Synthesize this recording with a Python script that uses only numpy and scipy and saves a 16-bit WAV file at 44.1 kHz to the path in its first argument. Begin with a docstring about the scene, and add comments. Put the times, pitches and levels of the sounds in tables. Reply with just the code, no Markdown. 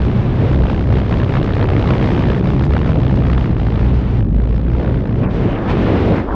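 """Freefall, heard from a microphone worn on a skydiver's wrist.
From the start the airstream buffets the microphone: noise in bands, from slow heaves to fine hiss.
Right beside it a jumpsuit sleeve flutters about sixty times a second; each flap is a push of air
(low tones) and a rasp (bursts of noise), and many flaps add a snap, faint to hard.
Late on the body rolls over; then the flutter dies and a smoother, muffled surge of air swells and ebbs."""
import sys
import numpy as np
from scipy import signal
from scipy.fft import rfft, irfft
from scipy.io import wavfile
from scipy.ndimage import uniform_filter1d, minimum_filter1d

SR = 44100
rng = np.random.default_rng(int(sys.argv[2]) if len(sys.argv) > 2 else 0)


def generate_wav(sig):
    """Save sig (samples, or channels by samples) to the path in sys.argv[1] as 16-bit PCM at SR."""
    pcm = np.round(np.clip(np.atleast_2d(sig).T, -1, 1) * 32767).astype(np.int16)
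    wavfile.write(sys.argv[1], SR, pcm)


N = 280029
TIME = np.arange(N) / SR

# pressure swing of the sleeve, before each tone's trim: t/s, fundamental level/dB, octave level/dB
THROB = [(0.0, -15.5, -45), (0.18, -30, -17.5), (0.4, -25.5, -24), (0.62, -14, -21.5), (0.78, -29, -37),
         (0.92, -17, -16.5), (1.1, -26, -27.5), (1.3, -29, -20), (1.45, -25, -24), (1.6, -23, -28),
         (1.77, -33, -33), (1.93, -19, -15.5), (2.1, -33, -40), (2.3, -18, -17.5), (2.42, -25, -25),
         (2.62, -19, -17.5), (2.78, -16.5, -25), (2.95, -20, -18), (3.15, -23, -14.5), (3.35, -15, -25),
         (3.47, -28, -35), (3.62, -19.5, -26.5), (3.76, -19, -19), (3.9, -13.5, -23), (4.05, -18, -25),
         (4.2, -24, -21.5), (4.35, -15, -28), (4.55, -16, -27), (4.92, -19.5, -23.5), (5.05, -29, -23)]
# flaps with an added snap, faint to hard, often several in a row: t/s (just ahead of the crest), level/dB
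SNAPS = [(0.145, -30), (0.544, -26), (0.587, -30), (0.635, -24), (0.652, -29), (0.697, -19), (0.808, -24),
         (0.902, -23.5), (0.924, -23), (0.983, -30), (1.109, -23), (1.229, -20.5), (1.292, -19.5),
         (1.305, -23), (1.368, -18), (1.427, -28), (1.474, -24), (1.564, -25), (1.625, -27), (1.686, -17),
         (1.763, -20), (1.839, -20), (1.904, -16.5), (2.01, -24), (2.102, -19.5), (2.221, -16.5),
         (2.299, -17.5), (2.44, -23.5), (2.471, -22), (2.533, -23), (2.577, -27), (2.608, -21.5),
         (2.704, -27), (2.734, -19), (2.764, -17), (2.813, -23.5), (2.859, -22), (2.891, -18.5),
         (2.955, -24), (3.031, -28), (3.064, -25.5), (3.171, -25), (3.25, -23.5), (3.298, -23.5),
         (3.329, -23), (3.377, -19.5), (3.457, -23), (3.564, -33), (3.596, -25), (3.666, -21.5),
         (3.774, -28), (4.344, -34), (4.381, -30), (4.471, -42), (4.56, -37), (4.681, -30), (4.748, -27),
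         (4.796, -21.5), (4.827, -24), (4.844, -24), (4.874, -26), (4.941, -29), (5.003, -37),
         (5.054, -28.5), (5.09, -38), (5.141, -41), (5.234, -21)]
SNAP_DELAY_S = 0.0032   # from the listed time of a snap to its crest
# spells of flapping, from loose to clean: start t/s, end t/s, pulsed share (0-1),
# unevenness/dB (before scaling)
SPELLS = [(-.04, 0.12, 0.7, 0), (0.5, 1.114, 0.83, 1), (1.114, 1.378, 0.75, 4.5), (1.386, 1.72, 0.91, 2.5),
          (1.722, 2.537, 0.8, 2.5), (2.544, 2.848, 0.92, 1.5), (2.849, 2.935, 0.55, 1.5),
          (2.926, 3.36, 0.89, 2), (3.36, 3.851, 0.76, 2.5), (4.197, 4.63, 0.98, 1), (4.631, 4.782, 0.8, 1),
          (4.778, 4.913, 0.6, 2.5), (4.911, 4.993, 0.6, 0.5), (4.998, 5.169, 0.92, 2.5)]


def from_db(db):
    """Decibels to gain."""
    return 10 ** (np.asarray(db) / 20)


def rms_one(x):
    """Scale to unit power."""
    return x / np.sqrt(np.mean(x ** 2) + 1e-20)


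def in_time(rows):
    """Each column of a curve, at every sample."""
    s, *columns = np.transpose(rows)
    return [np.interp(TIME, s, column) for column in columns]


def bump(s, span_s):
    """A smooth swell of height 1 around time s, with half length span_s."""
    first, last = np.searchsorted(TIME, [s - span_s, s + span_s])
    out = np.zeros(N)
    out[first:last] = (1 - ((TIME[first:last] - s) / span_s) ** 2) ** 2
    return out


def coloured(x, spectrum):
    """Give a signal a spectrum, drawn in dB over log frequency; rms 1."""
    hz, db = np.transpose(spectrum)
    bins_hz = np.maximum(np.arange(N // 2 + 1) * SR / N, 1)
    gain_db = np.interp(np.log(bins_hz), np.log(hz), db, left=-80, right=-100)
    return rms_one(irfft(rfft(x) * from_db(gain_db), N))


def steadied(x, steady_s):
    """Even out the power over spans longer than steady_s; rms about 1."""
    span = max(int(steady_s * SR), 2)
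    power = uniform_filter1d(uniform_filter1d(x ** 2, span), span)
    return x / np.sqrt(power + 1e-9)


def drift(rate_hz):
    """Chance wandering with a spread of 1, little of it faster than rate_hz."""
    bins_hz = np.arange(N // 2 + 1) * SR / N
    return rms_one(irfft(rfft(rng.standard_normal(N)) / (1 + (bins_hz / rate_hz) ** 4), N))


def turbulence(spectrum, steady_s):
    """Coloured noise whose power holds steady over spans longer than steady_s."""
    return steadied(coloured(rng.standard_normal(N), spectrum), steady_s)


def wind_level(law):
    """Level in dB of one size of turbulence, from the force of the wind and the roll of the body."""
    # force of the airstream at the wrist: t/s, level/dB
    wind = [(0.0, -1.5), (0.35, -2.5), (0.55, 1), (0.86, -1.5), (1.5, 0.5), (1.95, 3), (2.32, 2.5),
            (2.41, 0), (3.3, -1.5), (3.54, -6), (3.8, -1.5), (4.02, -5), (4.17, -9.5), (4.3, -9),
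            (4.66, -8.5), (4.82, -4.5), (5.0, -7), (5.17, -7.5), (5.33, -2), (5.62, -3.5), (5.82, 2.5),
            (6.12, 2), (6.35, -4.5)]
    level_db, follows, rolled_db = law
    rolled = np.interp(TIME, [4.05, 4.75], [0, 1])   # the body rolls over
    return level_db + follows * in_time(wind)[0] + rolled_db * rolled


def airstream():
    """Levels in dB of buffet, roar, rush, rasp and hiss: the wind, with brief rises and falls."""
    # one law per size of eddy: level in a wind of 0 dB/dB, dB per dB of wind, gain after the roll/dB
    buffet_law = (-16.5, 0.15, -0.61)
    roar_law = (-23, 0.76, 4)
    rush_law = (-31, 1, 0.25)
    rasp_law = (-38.5, 1.05, 0.42)
    hiss_law = (-51.5, 0.92, -0.2)
    # brief rises and falls of level: t/s, half length/s, change of the roar/dB, of rush and rasp/dB
    level_changes = [(0.083, 0.028, 5.5, 0), (0.434, 0.062, 5, 1), (0.602, 0.072, 1.5, -4),
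                     (0.853, 0.09, 0, -3.5), (0.92, 0.037, 4.5, 3), (0.977, 0.034, 5, 4),
                     (1.05, .045, -1.5, -2), (1.13, .035, 1.5, 5), (1.21, .04, 1.5, 3),
                     (1.267, .04, -0.5, -2), (1.355, 0.036, -1, 6), (1.628, 0.05, 3.5, 4.5),
                     (1.67, 0.032, 1, -5), (1.757, 0.078, 3, 0), (1.917, .06, 4, 3.5),
                     (2.034, 0.032, 1.5, 3.5), (2.175, .03, 3.5, 0), (2.267, 0.04, 2, 0),
                     (2.417, 0.043, 2.5, -5.5), (2.472, 0.071, 2.5, 1), (2.55, 0.048, 2.5, -4),
                     (2.686, 0.023, 1, -9), (2.76, 0.064, 2.5, 0.5), (2.878, .03, 3, 1.5),
                     (2.976, 0.053, 5.5, -4), (3.14, 0.022, 2, -3), (3.19, 0.081, 3, -1.5),
                     (3.285, 0.048, 2.5, 2), (3.426, 0.082, 0.5, 3.5), (3.517, 0.056, 3.5, 0.5),
                     (3.604, 0.031, 0, 2.5), (3.916, .04, 4, -0.5), (4.087, .04, -1.5, 3),
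                     (4.166, 0.071, 2.5, 5), (4.38, .04, 3, -1), (4.638, 0.045, -0.5, -3),
                     (4.889, 0.021, 4, 1.5), (5.03, .03, -0.5, -4), (5.213, 0.04, 3.5, -1),
                     (5.328, 0.028, -5.5, -2.5), (5.467, 0.046, 3, -2), (5.702, 0.043, -1, 8),
                     (5.925, 0.088, 2.5, 1.5), (6.066, .03, 2.5, 1), (6.114, 0.022, 8, -1)]
    # brief thinnings of the sound: t/s, half length/s, bass change/dB, treble change/dB
    lulls = [(4.296, 0.089, 2, -10), (5.274, 0.039, 0.5, -14), (5.593, 0.11, -6.5, -3),
             (6.279, 0.1, -18, -8.5)]
    low_change = sum(db * bump(s, span_s) for s, span_s, db, _ in level_changes)
    high_change = sum(db * bump(s, span_s) for s, span_s, _, db in level_changes)
    bass_dip = sum(db * bump(s, span_s) for s, span_s, db, _ in lulls)
    treble_dip = sum(db * bump(s, span_s) for s, span_s, _, db in lulls)
    # the large eddies yield a little when the sleeve swings hard
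    swing_db = in_time(THROB)[0]
    swing_db = swing_db - swing_db.mean()
    buffet_db = wind_level(buffet_law) + 0.79 * low_change + bass_dip - 0.17 * swing_db
    roar_db = wind_level(roar_law) + low_change + 0.18 * bass_dip - 0.027 * swing_db
    rush_db = wind_level(rush_law) + high_change + 0.7 * treble_dip
    rasp_db = wind_level(rasp_law) + high_change + treble_dip
    hiss_db = wind_level(hiss_law) + 0.81 * high_change + treble_dip
    return buffet_db, roar_db, rush_db, rasp_db, hiss_db


def heave():
    """The slowest, largest eddies rock the microphone at one level throughout."""
    # f/Hz, relative level/dB per Hz
    colour = [(10, -7), (20, -13), (36, 3), (55, 3), (75, -5), (150, -51.5)]
    return from_db(-23.5) * turbulence(colour, steady_s=0.41)


def buffet(level_db):
    """Large eddies thump against the microphone as low noise."""
    # f/Hz, relative level/dB per Hz
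    colour = [(35, -27.5), (62, -3), (100, 5), (140, 0.5), (200, -1.5), (270, -10.5), (400, -18),
              (800, -69)]
    return from_db(level_db) * turbulence(colour, steady_s=0.045)


def surge():
    """A swell of grainy rush, muffled above an edge that slides by crossfading low-pass filters."""
    # t/s, level before muffling/dB, upper edge f/Hz
    swell = [(5.2, -49.5, 3000), (5.24, -26.5, 3140), (5.29, -32, 2200), (5.33, -54, 2340),
             (5.44, -34, 3400), (5.56, -26, 3400), (5.6, -28, 2000), (5.66, -26.5, 1900), (5.78, -36, 3000),
             (5.96, -27, 2900), (6.08, -39, 2820), (6.18, -24.5, 2800), (6.262, -38, 1900),
             (6.29, -22.5, 1840), (6.32, -23.5, 1860), (6.35, -21, 1350)]
    # f/Hz, relative level/dB per Hz
    colour = [(200, -17), (330, 7), (600, 6), (1100, 3.5), (1800, -3), (3000, -7), (7000, -40)]
    level_db, edge_hz = in_time(swell)
    grains = rng.standard_normal(N) * from_db(4.0 * drift(220))
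    air = steadied(coloured(grains, colour), steady_s=0.012)
    stops_hz = np.geomspace(1200, 3600, 11)
    out = 0
    for hz, row in zip(stops_hz, np.eye(len(stops_hz))):
        muffled = signal.sosfiltfilt(signal.butter(12, hz, fs=SR, output="sos"), air)
        out = out + np.interp(edge_hz, stops_hz, row) * muffled
    return from_db(level_db) * out


def torn_air(spectrum, flaps, share, grain_db, steady_s):
    """Turbulence in part smooth, in part torn by the flapping cloth into bursts of grains."""
    share = np.clip(share, 0, .995)
    grains = rms_one(from_db(grain_db * drift(610)))
    strength = np.sqrt(1 - share + share * flaps * grains ** 2)
    return steadied(coloured(rng.standard_normal(N) * strength, spectrum), steady_s)


def roar(level_db, flaps, pulsed):
    """Middling eddies roar; about half of the sleeve's pulsing reaches them."""
    # f/Hz, relative level/dB per Hz
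    colour = [(130, -27), (220, 2.5), (300, 0.5), (420, -2), (600, -8.5), (850, -19), (1400, -34),
              (3000, -68.5)]
    return from_db(level_db) * torn_air(colour, flaps, 0.55 * pulsed, grain_db=4.0, steady_s=0.066)


def rush(level_db, flaps, pulsed):
    """Smaller eddies rush past, pulsed by the flapping."""
    # f/Hz, relative level/dB per Hz
    colour = [(250, -22.5), (500, 0.5), (800, 4), (1200, -0.5), (1800, -5.5), (2100, -18), (2800, -46),
              (5000, -71.5)]
    return from_db(level_db) * torn_air(colour, flaps, pulsed, grain_db=3.0, steady_s=0.025)


def hiss(level_db, flaps, pulsed):
    """The finest eddies hiss, in separate slaps only when the flutter is at its cleanest."""
    # f/Hz, relative level/dB per Hz
    colour = [(2000, -44.5), (3000, -13.5), (3600, -2.5), (4200, -4), (5000, -6), (6300, -14.5),
              (8000, -24.5), (10000, -32), (12500, -46)]
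    flicker_db = 1.3 * drift(23)
    air = torn_air(colour, flaps, pulsed ** 7.0, grain_db=4.5, steady_s=0.13)
    return from_db(level_db + flicker_db) * air


def rasp(level_db, flaps, pulsed):
    """The cloth rasps in coarse-grained bursts, one a flap."""
    # f/Hz, relative level/dB per Hz
    colour = [(1000, -38.5), (1700, -7), (2050, -2), (3000, -7), (3500, -10), (4200, -18), (5000, -28.5),
              (8000, -62)]
    return from_db(level_db) * torn_air(colour, flaps, pulsed, grain_db=5.5, steady_s=0.03)


def slack():
    """Gain of the finer turbulence: it dips while the cloth hangs loose before a snap."""
    return from_db(-2 * sum(bump(s - 0.003, 0.0069) for s, _ in SNAPS))


def over_spells(inside, outside):
    """A quantity at every sample: one value in each spell, another between them."""
    fade_s = 0.018   # time a spell takes to set in
    out = outside
    for (start, end, _, _), value in zip(SPELLS, inside):
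        within_s = np.minimum(TIME - start, end - TIME)
        out = out + (value - outside) * np.clip(.5 + within_s / fade_s, 0, 1)
    return out


def pulsed_share():
    """How much of the rush comes in flaps: over half of it during a spell, little otherwise."""
    return np.clip(over_spells([share for _, _, share, _ in SPELLS], 0.098), 0, 1)


def flap_spread():
    """How unevenly the sleeve flaps, in dB before scaling: most of all between the spells."""
    return over_spells([db for _, _, _, db in SPELLS], 11)


def flap_turns():
    """Flaps counted since the start, pulled so that every snap crests on a whole turn."""
    # sleeve flutter before that pull: t/s, flap rate f/Hz
    flap_rate = [(0.0, 64.6), (0.16, 61), (0.48, 63.8), (0.96, 62.8), (1.04, 65.4), (1.84, 65.6),
                 (1.92, 63.6), (2.08, 65.6), (2.56, 64.8), (2.88, 76), (3.12, 65.5), (3.2, 61.8),
                 (3.28, 64.9), (3.52, 58.1), (3.76, 55.4), (3.92, 63), (4.16, 60), (4.24, 48.6),
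                 (4.48, 56.4), (4.96, 64.2), (5.04, 54.1), (5.12, 63), (5.3, 54)]
    rate_hz, = in_time(flap_rate)
    turns = np.cumsum(rate_hz) / SR
    crests_s = np.array(SNAPS)[:, 0] + SNAP_DELAY_S
    ahead = np.unwrap(np.interp(crests_s, TIME, turns) % 1, period=1)
    return turns - np.interp(TIME, crests_s, ahead)


def flap_power(turns, rise, fall, uneven):
    """Power, mean 1, of the cloth whipping round once a cycle in bursts; the shorter, the higher."""
    squareness = 2.8   # 2 is a rounded burst, more is squarer
    whole = np.floor(turns + .4).astype(int) + 2
    since = turns + 2 - whole   # in cycles from the crest
    chance = 2 * rng.random((whole.max() + 2, 2))[whole] - 1   # a new pair for each flap
    stretch = 1 + 0.74 * chance[:, 1]
    strength = from_db(uneven * flap_spread() * chance[:, 0]) / np.sqrt(stretch)
    length = np.where(since < 0, rise, fall) * stretch
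    return rms_one(strength * np.exp(-np.abs(since / length) ** squareness)) ** 2


def snaps():
    """Many flaps add a snap of a few milliseconds, faint to hard, often several in a row."""
    # f/Hz, relative level/dB per Hz
    colour = [(200, -10.5), (480, 17), (900, 7.5), (2000, -0.5), (3200, -11), (5000, -24.5), (8000, -50),
              (12500, -72.5)]
    bursts = sum(from_db(db) * bump(s + SNAP_DELAY_S, 0.005) for s, db in SNAPS)
    return bursts * turbulence(colour, steady_s=0.0017)


def throb(turns):
    """The swinging cloth pushes air at the flap rate and, less steadily, at two and three times it."""
    lead = .33   # cycles by which the push comes before a whole turn
    low_db, octave_db = in_time(THROB)
    alive = np.interp(TIME, [5.15, 5.3], [1, 0])   # the flutter dies
    levels_db = [low_db + 1.1, octave_db + 1.1, octave_db - 15.0]
    out = 0
    for k, db in enumerate(levels_db, 1):
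        swing = np.cos(2 * np.pi * k * (turns + lead + 0.02 * k * drift(4.8)))
        waver_db = 0.4 * k * drift(15)
        out = out + np.sqrt(2) * from_db(db + waver_db) * swing
    return alive * out


def scene():
    """Eddies of every size and the fluttering sleeve, all right at the microphone."""
    buffet_db, roar_db, rush_db, rasp_db, hiss_db = airstream()
    pulsed = pulsed_share()
    turns = flap_turns()
    # the loose edge whips a little early or late
    hem = turns + 0.06 + 0.0061 * flap_spread() * drift(33)
    dull_flaps = flap_power(hem, rise=0.15, fall=0.30, uneven=0.7)
    bright_flaps = flap_power(hem, rise=0.14, fall=0.29, uneven=0.7)
    fine = roar(roar_db, dull_flaps, pulsed) + rush(rush_db, dull_flaps, pulsed)
    fine = fine + hiss(hiss_db, bright_flaps, pulsed) + rasp(rasp_db, bright_flaps, pulsed)
    background = heave() + buffet(buffet_db) + surge()
    return (background + slack() * fine + snaps() + throb(turns))[None]


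def limiter(x, ceiling_db, hold_s):
    """Turn the gain down smoothly around every peak that would pass the ceiling."""
    span = max(int(hold_s * SR), 2)
    allowed = np.minimum(1, from_db(ceiling_db) / (np.abs(x) + 1e-9))
    return x * uniform_filter1d(minimum_filter1d(allowed, span), span)


def record(dry):
    """The sound sets in softly over the first 3 ms; the microphone's chain limits the peaks and cuts the top."""
    opening = np.sin(np.pi / 2 * np.minimum(TIME / .003, 1)) ** 2
    held = limiter(dry * opening, ceiling_db=-3.5, hold_s=0.008)
    # 70 dB down from 12 kHz upwards
    return signal.sosfilt(signal.cheby2(12, 70, 12000, fs=SR, output="sos"), held)


dry = scene()
out = record(dry)
generate_wav(out)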